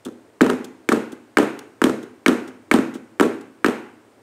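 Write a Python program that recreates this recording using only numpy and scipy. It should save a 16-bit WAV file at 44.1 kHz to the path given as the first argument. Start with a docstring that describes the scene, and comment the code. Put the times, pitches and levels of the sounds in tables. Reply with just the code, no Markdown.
"""A steel pan heavy with batter is knocked on a kitchen counter, close to a phone: one edge lands, then the
base slaps down and bounces. Each contact is a crack of noise plus fading sines: the clack of the damped steel
wall and the thud of the base. Short gritty noises are the pan scraping as it is lifted. The counter hums at
its own modes and a hard-walled kitchen rings on in fading noise, over a faint steady hum and hiss."""
import sys
import numpy as np
from scipy import signal
from scipy.fft import rfft, irfft, next_fast_len
from scipy.io import wavfile

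SR = 44100
rng = np.random.default_rng(int(sys.argv[2]) if len(sys.argv) > 2 else 0)


def file_out(sig):
    """Save sig as 16-bit WAV at sys.argv[1]."""
    # one column per channel
    cols = np.atleast_2d(sig).T
    # limit, then scale
    lim = np.clip(cols, -1, 1)
    pcm = np.round(lim * 32767).astype(np.int16)
    wavfile.write(sys.argv[1], SR, pcm)


def ratio_of_db(decibels):
    """Turn decibels (scalar or array-like) into linear amplitude factors; 0 dB maps to 1."""
    return 10 ** (np.asarray(decibels, float) / 20)


N = 186123  # length of the scene in samples

# Colour of the room's steady hum and hiss, relative: (f/Hz, level/dB per Hz)
FLOOR_COLOUR = [(30, -23), (60, -4.5), (110, 13.5), (170, -5.5), (270, 2.5), (440, 0.5), (600, -5.5),
                (1100, -11.5), (2000, -17.5), (3500, -25), (6000, -28.5), (8700, -27), (10000, -33.5),
                (15500, -37.5)]
FLOOR_RMS_DB = -50.5

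# The base drags off the counter and bumps it as it leaves:
# (t/s, grit level/dB, length/s, bump level/dB)
SCRAPES = [(0.049, -24.5, .01, -24), (0.643, -24.5, 0.0073, -32), (1.1181, -26.5, 0.013, -21.5),
           (1.59, -20, 0.0035, -33.5), (2.027, -33.5, 0.0099, -23.5), (2.475, -29.5, 0.013, -28),
           (2.938, -30.5, 0.022, -19.5), (3.409, -37, 0.0067, -35)]
# Colour of the scraping grit: (f/Hz, level/dB)
GRIT_COLOUR = [(1500, -13.5), (3400, 4.5), (4500, -3.5), (6500, -0.5), (9000, -4), (12000, -12),
               (15500, -12.5)]
BUMP_SHARE = 0.68  # share of the drag's length that passes before the bump
BUMP_THUD_HZ, BUMP_CLACK_DB = 295, -16.5  # thud centre; clack relative to the thud

# One edge lands first: (t/s, crack level/dB, clack level/dB, clack centre f/Hz)
EDGES = [(0.4086, -13.5, -2, 1600), (0.8889, -5, -6, 1740), (1.3706, -7.5, 1.5, 1633),
         (1.8168, -10.5, -6, 1300), (2.2614, -6, 0.5, 1820), (2.7132, -4.5, 1, 1780),
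         (3.1977, -11, -5.5, 1545), (3.6444, -10.5, -1, 1600)]
EDGE_THUD_DB, EDGE_THUD_HZ = -4.5, 344  # always the same weight behind it

# Then the whole base slaps down: (t/s, crack level/dB, thud level/dB, clack level/dB,
# clack centre f/Hz, thud centre f/Hz)
SLAPS = [(.415, -8.5, 3, -16, 1640, 280), (0.9184, -17, -4.5, -6.5, 1260, 284),
         (1.384, -6.5, -2, -10.5, 1000, 400), (1.8395, -4, 0.5, -8, 1410, 289),
         (2.2807, -6.5, -0.5, -11, 1300, 269), (2.7385, -7.5, 1, -10, 960, 252),
         (3.2082, -10, 1, -6, 1110, 333), (3.661, -10.5, -4.5, -13.5, 1430, 353)]

# The pan rocks and bounces: (t/s, thud level/dB, clack level/dB, thud centre f/Hz)
BOUNCES = [(0.0636, -19, -31, 310), (0.0748, -24.5, -40, 273), (0.0846, -22, -36.5, 324),
           (.432, -5.5, -29, 445), (0.443, -14.5, -22, 275), (0.4634, -8.5, -14.5, 272),
           (0.4944, -10.5, -23, 394), (0.4993, -9, -11, 358), (0.511, -18.5, -25, 398),
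           (0.5209, -12, -41, 337), (.532, -11, -26, 240), (0.9236, -20.5, -13, 280),
           (.932, -4.5, -26, 342), (0.945, -11, -33, 306), (0.9708, -11.5, -32.5, 275),
           (1.3981, -1.5, -19.5, 353), (1.4279, -9, -18.5, 345), (1.867, -5, -22.5, 340),
           (1.8956, -7.5, -19.5, 313), (2.292, -7.5, -20, 296), (2.3147, -9, -26.5, 305),
           (2.3275, -7.5, -24, 350), (2.7603, -6, -20, 298), (2.787, -4, -20.5, 267),
           (3.225, -10.5, -16, 420), (3.2338, -16, -24, 261), (3.2514, -11.5, -26.5, 309),
           (3.2631, -8.5, -26, 313), (3.683, -5.5, -18.5, 307)]
FLAT_CLACK_HZ = 1230  # light flat touches favour the lower wall modes
# The crack of a light touch follows its clack: crack dB = slope * clack dB + offset
CRACK_PER_CLACK, CRACK_OFFSET_DB = 0.9, -3.5

# Chatter: tiny extra touches just after each slap
CHATTER_S, CHATTER_DB = 0.05, -12  # longest delay; level at zero delay, relative to the slap's clack
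CHATTER_FADE_DB_PER_S, CHATTER_SPREAD_DB = 250.5, 3  # fade with delay; random spread of the levels

# Modes of the loaded base on the counter, levels relative: (f/Hz, level/dB, t60/s)
BASE_MODES = [(205, -3.5, .07), (251.6, 10.5, 0.084), (275, 0.5, .07), (305, 6.5, 0.08),
              (329.4, 4.5, 0.084), (379.5, 9, 0.035), (424, 2.5, 0.031), (546, -19, 0.08), (670, -31, .05)]
# Modes of the steel wall, damped by batter and hands, levels relative: (f/Hz, level/dB, t60/s)
WALL_MODES = [(815, -3, 0.026), (956, -3, 0.018), (1169, -2.5, 0.012), (1300, -3, 0.016),
              (1406, -3.5, 0.013), (1550, 3, 0.0085), (1774, -19, 0.037), (2240, -3.5, 0.011),
              (2197, 17.5, 0.0025), (2880, -21, 0.0066), (3650, -26, 0.017)]
# Colour of the crack of a contact: (f/Hz, level/dB)
CRACK_COLOUR = [(1500, -11), (3000, 5.5), (4500, -3), (6500, -5), (8700, -3), (10000, -12), (12000, -11),
                (15500, -17)]
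# The pan wall's sound over all directions, smoother than towards the phone: (f/Hz, level/dB)
CLATTER_COLOUR = [(300, -31.5), (600, -3), (1000, -2), (1500, -1.5), (2000, 0), (2700, -4.5), (3500, -13),
                  (4500, -21.5), (7000, -33)]
# Modes of the counter top and the cupboard under it: (f/Hz, level/dB, t60/s)
COUNTER_MODES = [(83, -63, 0.26), (112, -59, 0.71), (140.4, -56.5, 0.5), (210.9, -61, 0.4),
                 (241.8, -65.5, 0.41), (272, -62, 0.48), (298.1, -62.5, 0.3), (327.6, -61.5, 0.34),
                 (367.4, -58, 0.11), (385, -61, 0.33), (447.6, -57, 0.2), (463, -58, .35), (598, -61, 0.42),
                 (657, -58, 0.3), (953, -55.5, 0.4)]
# Echo bands of the kitchen, levels relative: (centre f/Hz, level/dB, t60/s)
KITCHEN_BANDS = [(72.4, -12, 0.37), (134, -19.5, 0.7), (280, -9, 0.67), (575, -4, 0.47), (1104, -4.5, 0.57),
                 (2240, -8.5, 0.57), (4930, -8, 0.5), (9050, -8.5, 0.43), (14500, -24.5, 0.64)]

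# The phone: resonance of its sound port, bass thinning and top limit
PORT_HZ, PORT_WIDTH_HZ, PORT_DB = 8800, 330, -9
BASS_CUT_HZ, BASS_LEAK_DB, RUMBLE_CUT_HZ = 208, -13.5, 20
TOP_HZ = 15600


def shaped(sound, points):
    """Colour a sound by (f/Hz, level/dB) points; a folded cepstrum keeps the response causal."""
    hz, db = np.transpose(points)
    size = 2 * next_fast_len(len(sound) // 2 + 1)
    bins_hz = np.arange(size // 2 + 1) * SR / size + 1
    gain = ratio_of_db(np.interp(np.log(bins_hz), np.log(hz), db))
    cepstrum = irfft(np.log(gain), size)
    # fold the "before" half onto the "after" half, so no sound comes before its cause
    cepstrum[1:size // 2] *= 2
    cepstrum[size // 2 + 1:] = 0
    response = np.exp(rfft(cepstrum))
    return irfft(rfft(sound, size) * response, size)[:len(sound)]


def add(out, start_s, sound, peak_db):
    """Mix a sound into out at start_s, scaled so that its peak is at peak_db."""
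    i = int(start_s * SR)
    sound = sound[:len(out) - i]
    out[i:i + len(sound)] += sound * ratio_of_db(peak_db) / np.abs(sound).max()


def decays(modes, seconds):
    """A struck body rings in modes: one fading sine for each (f/Hz, level/dB, t60/s) row."""
    hz, db, t60 = (column[:, None] for column in np.transpose(modes))
    t = np.arange(int(seconds * SR)) / SR
    fade = np.exp(-np.log(1000) * t / t60)  # 60 dB down after t60
    return ratio_of_db(db) * fade * np.sin(2 * np.pi * hz * t)


def floor():
    """Steady low hum and hiss of the room: noise with a fixed colour."""
    air = shaped(rng.standard_normal(N), FLOOR_COLOUR)
    return air * ratio_of_db(FLOOR_RMS_DB) / np.std(air)


def scrapes():
    """Short gritty drags: dense uneven clicks that start almost at once and fade."""
    out = np.zeros(N)
    t = np.arange(int(.05 * SR)) / SR
    for start_s, db, length_s, _ in SCRAPES:
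        unevenness = ratio_of_db(3 * rng.standard_normal(len(t)))
        grit = rng.standard_normal(len(t)) * unevenness
        rise = np.minimum(t / 0.0019, 1)
        fade = 1 / (1 + (t / max(length_s, .001)) ** 3.1)
        add(out, start_s, grit * rise * fade, db)
    return shaped(out, GRIT_COLOUR)


def soft_touch(start_s, thud_db, clack_db, thud_hz):
    """A light flat touch, its crack level following from its clack level."""
    crack_db = CRACK_PER_CLACK * clack_db + CRACK_OFFSET_DB
    return start_s, crack_db, thud_db, clack_db, FLAT_CLACK_HZ, thud_hz


def contacts():
    """All contacts: (t/s, crack level/dB, thud level/dB, clack level/dB, clack centre f/Hz, thud centre f/Hz)."""
    rows = [soft_touch(start_s + BUMP_SHARE * length_s, bump_db, bump_db + BUMP_CLACK_DB, BUMP_THUD_HZ)
            for start_s, _, length_s, bump_db in SCRAPES]
    rows += [(start_s, crack_db, EDGE_THUD_DB, clack_db, clack_hz, EDGE_THUD_HZ)
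             for start_s, crack_db, clack_db, clack_hz in EDGES]
    rows += SLAPS
    rows += [soft_touch(*bounce) for bounce in BOUNCES]
    # six touches of chatter after each slap
    for start_s, _, _, clack_db, _, thud_hz in SLAPS:
        delays_s = CHATTER_S * rng.random(size=6)
        for delay_s, odd in zip(delays_s, rng.standard_normal(size=6)):
            faded_db = clack_db + CHATTER_DB - CHATTER_FADE_DB_PER_S * delay_s
            db = faded_db + CHATTER_SPREAD_DB * odd
            rows.append(soft_touch(start_s + delay_s, db, db, thud_hz))
    return rows


def ring(modes, centre_hz, spread_octaves, rise_s):
    """Struck modes: the landing spot favours those near its centre; the ring swells during the contact."""
    octaves = np.log2(np.transpose(modes)[0] / centre_hz)
    scatter_db = 1.5 * rng.standard_normal(len(modes))
    strength = ratio_of_db(scatter_db - 10 * (octaves / spread_octaves) ** 2)
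    sound = strength @ decays(modes, seconds=.2)
    t = np.arange(len(sound)) / SR
    return sound * (1 - np.exp(-t / rise_s)) ** 2


def knocks():
    """Crack of grit and steel, clack of the wall, thud of the base; also the blows as the room receives them."""
    crack, clack, thud, sharp, dull = np.zeros((5, N))
    t = np.arange(int(.04 * SR)) / SR
    rise = 1 - np.exp(-t / 0.00081)
    fade = np.exp(-t / 0.0017) + 0.072 * np.exp(-t / 0.012)  # quick fade with a weak, longer tail
    for start_s, crack_db, thud_db, clack_db, clack_hz, thud_hz in contacts():
        burst = rng.standard_normal(len(t)) * rise * fade
        add(crack, start_s, burst, crack_db)
        add(clack, start_s, ring(WALL_MODES, clack_hz, 0.51, 0.0011), clack_db)
        add(thud, start_s + 0.0012, ring(BASE_MODES, thud_hz, 0.41, 0.00057), thud_db)
        # single clicks of random sign stand for the crack and clack sent into the room
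        click = rng.choice([-1., 1.], size=1)
        add(sharp, start_s, click, crack_db)
        add(dull, start_s, click, clack_db)
        # a second click, sized by the thud, feeds the echo a bright wash
        add(sharp, start_s + 0.0043, -click, thud_db - 19.5)
    near = shaped(crack, CRACK_COLOUR) + clack + thud
    to_room = ratio_of_db(11.0) * shaped(sharp, CRACK_COLOUR) + ratio_of_db(25.0) * shaped(dull, CLATTER_COLOUR) + thud
    return near, to_room


def counter(blows):
    """The counter takes up each blow and hums at its own modes."""
    hum = decays(COUNTER_MODES, seconds=1.).sum(axis=0)
    return signal.fftconvolve(blows, hum)[:N]


def kitchen(sound):
    """Dense reflections: bands of noise that build up together and die away at their own rates."""
    t = np.arange(SR) / SR
    build_up = 1 - np.exp(-t / 0.0062)
    echo = 0
    for hz, db, t60 in KITCHEN_BANDS:
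        octave = [(hz / 2, -40), (hz / 1.4, 0), (hz * 1.4, 0), (hz * 2, -40)]
        band = shaped(rng.standard_normal(SR), octave)
        band = band * np.exp(-np.log(1000) * t / t60) * build_up
        # the root evens out the energy of long and short fades
        echo = echo + ratio_of_db(db) * band / np.sqrt(t60 * SR / 14)
    return signal.fftconvolve(sound, echo)[:N]


def scene():
    """Pan, counter, kitchen echo and room floor add up at one microphone."""
    near, to_room = knocks()
    drag = scrapes()
    echo = kitchen(to_room + ratio_of_db(-4.0) * drag)
    mix = near + drag + counter(to_room) + echo + floor()
    return mix[None]  # one channel


def high_pass(sound, hz, order):
    """Weaken what lies below hz, more steeply for a higher order."""
    return signal.sosfilt(signal.butter(order, hz, "high", fs=SR, output="sos"), sound)


def low_pass(x):
    """Removes everything above the highest recorded frequency."""
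    return signal.sosfilt(signal.butter(12, 16830, fs=SR, output="sos"), x)


def record(dry):
    """The phone's sound port resonates; it thins the bass, rounds the loudest peaks and cuts the top."""
    resonance = signal.lfilter(*signal.iirpeak(PORT_HZ, PORT_HZ / PORT_WIDTH_HZ, fs=SR), dry)
    port = dry + ratio_of_db(PORT_DB) * resonance
    bass_leak = ratio_of_db(BASS_LEAK_DB) * high_pass(port, RUMBLE_CUT_HZ, order=2)
    thin = high_pass(port, BASS_CUT_HZ, order=6) + bass_leak
    rounded = np.tanh(.8 * thin) / .8
    top_cut = signal.ellip(6, .2, 22, TOP_HZ, fs=SR, output="sos")  # 0.2 dB ripple, 22 dB down above
    finished = signal.sosfilt(top_cut, rounded)
    return low_pass(finished)


dry = scene()
out = record(dry)
file_out(out)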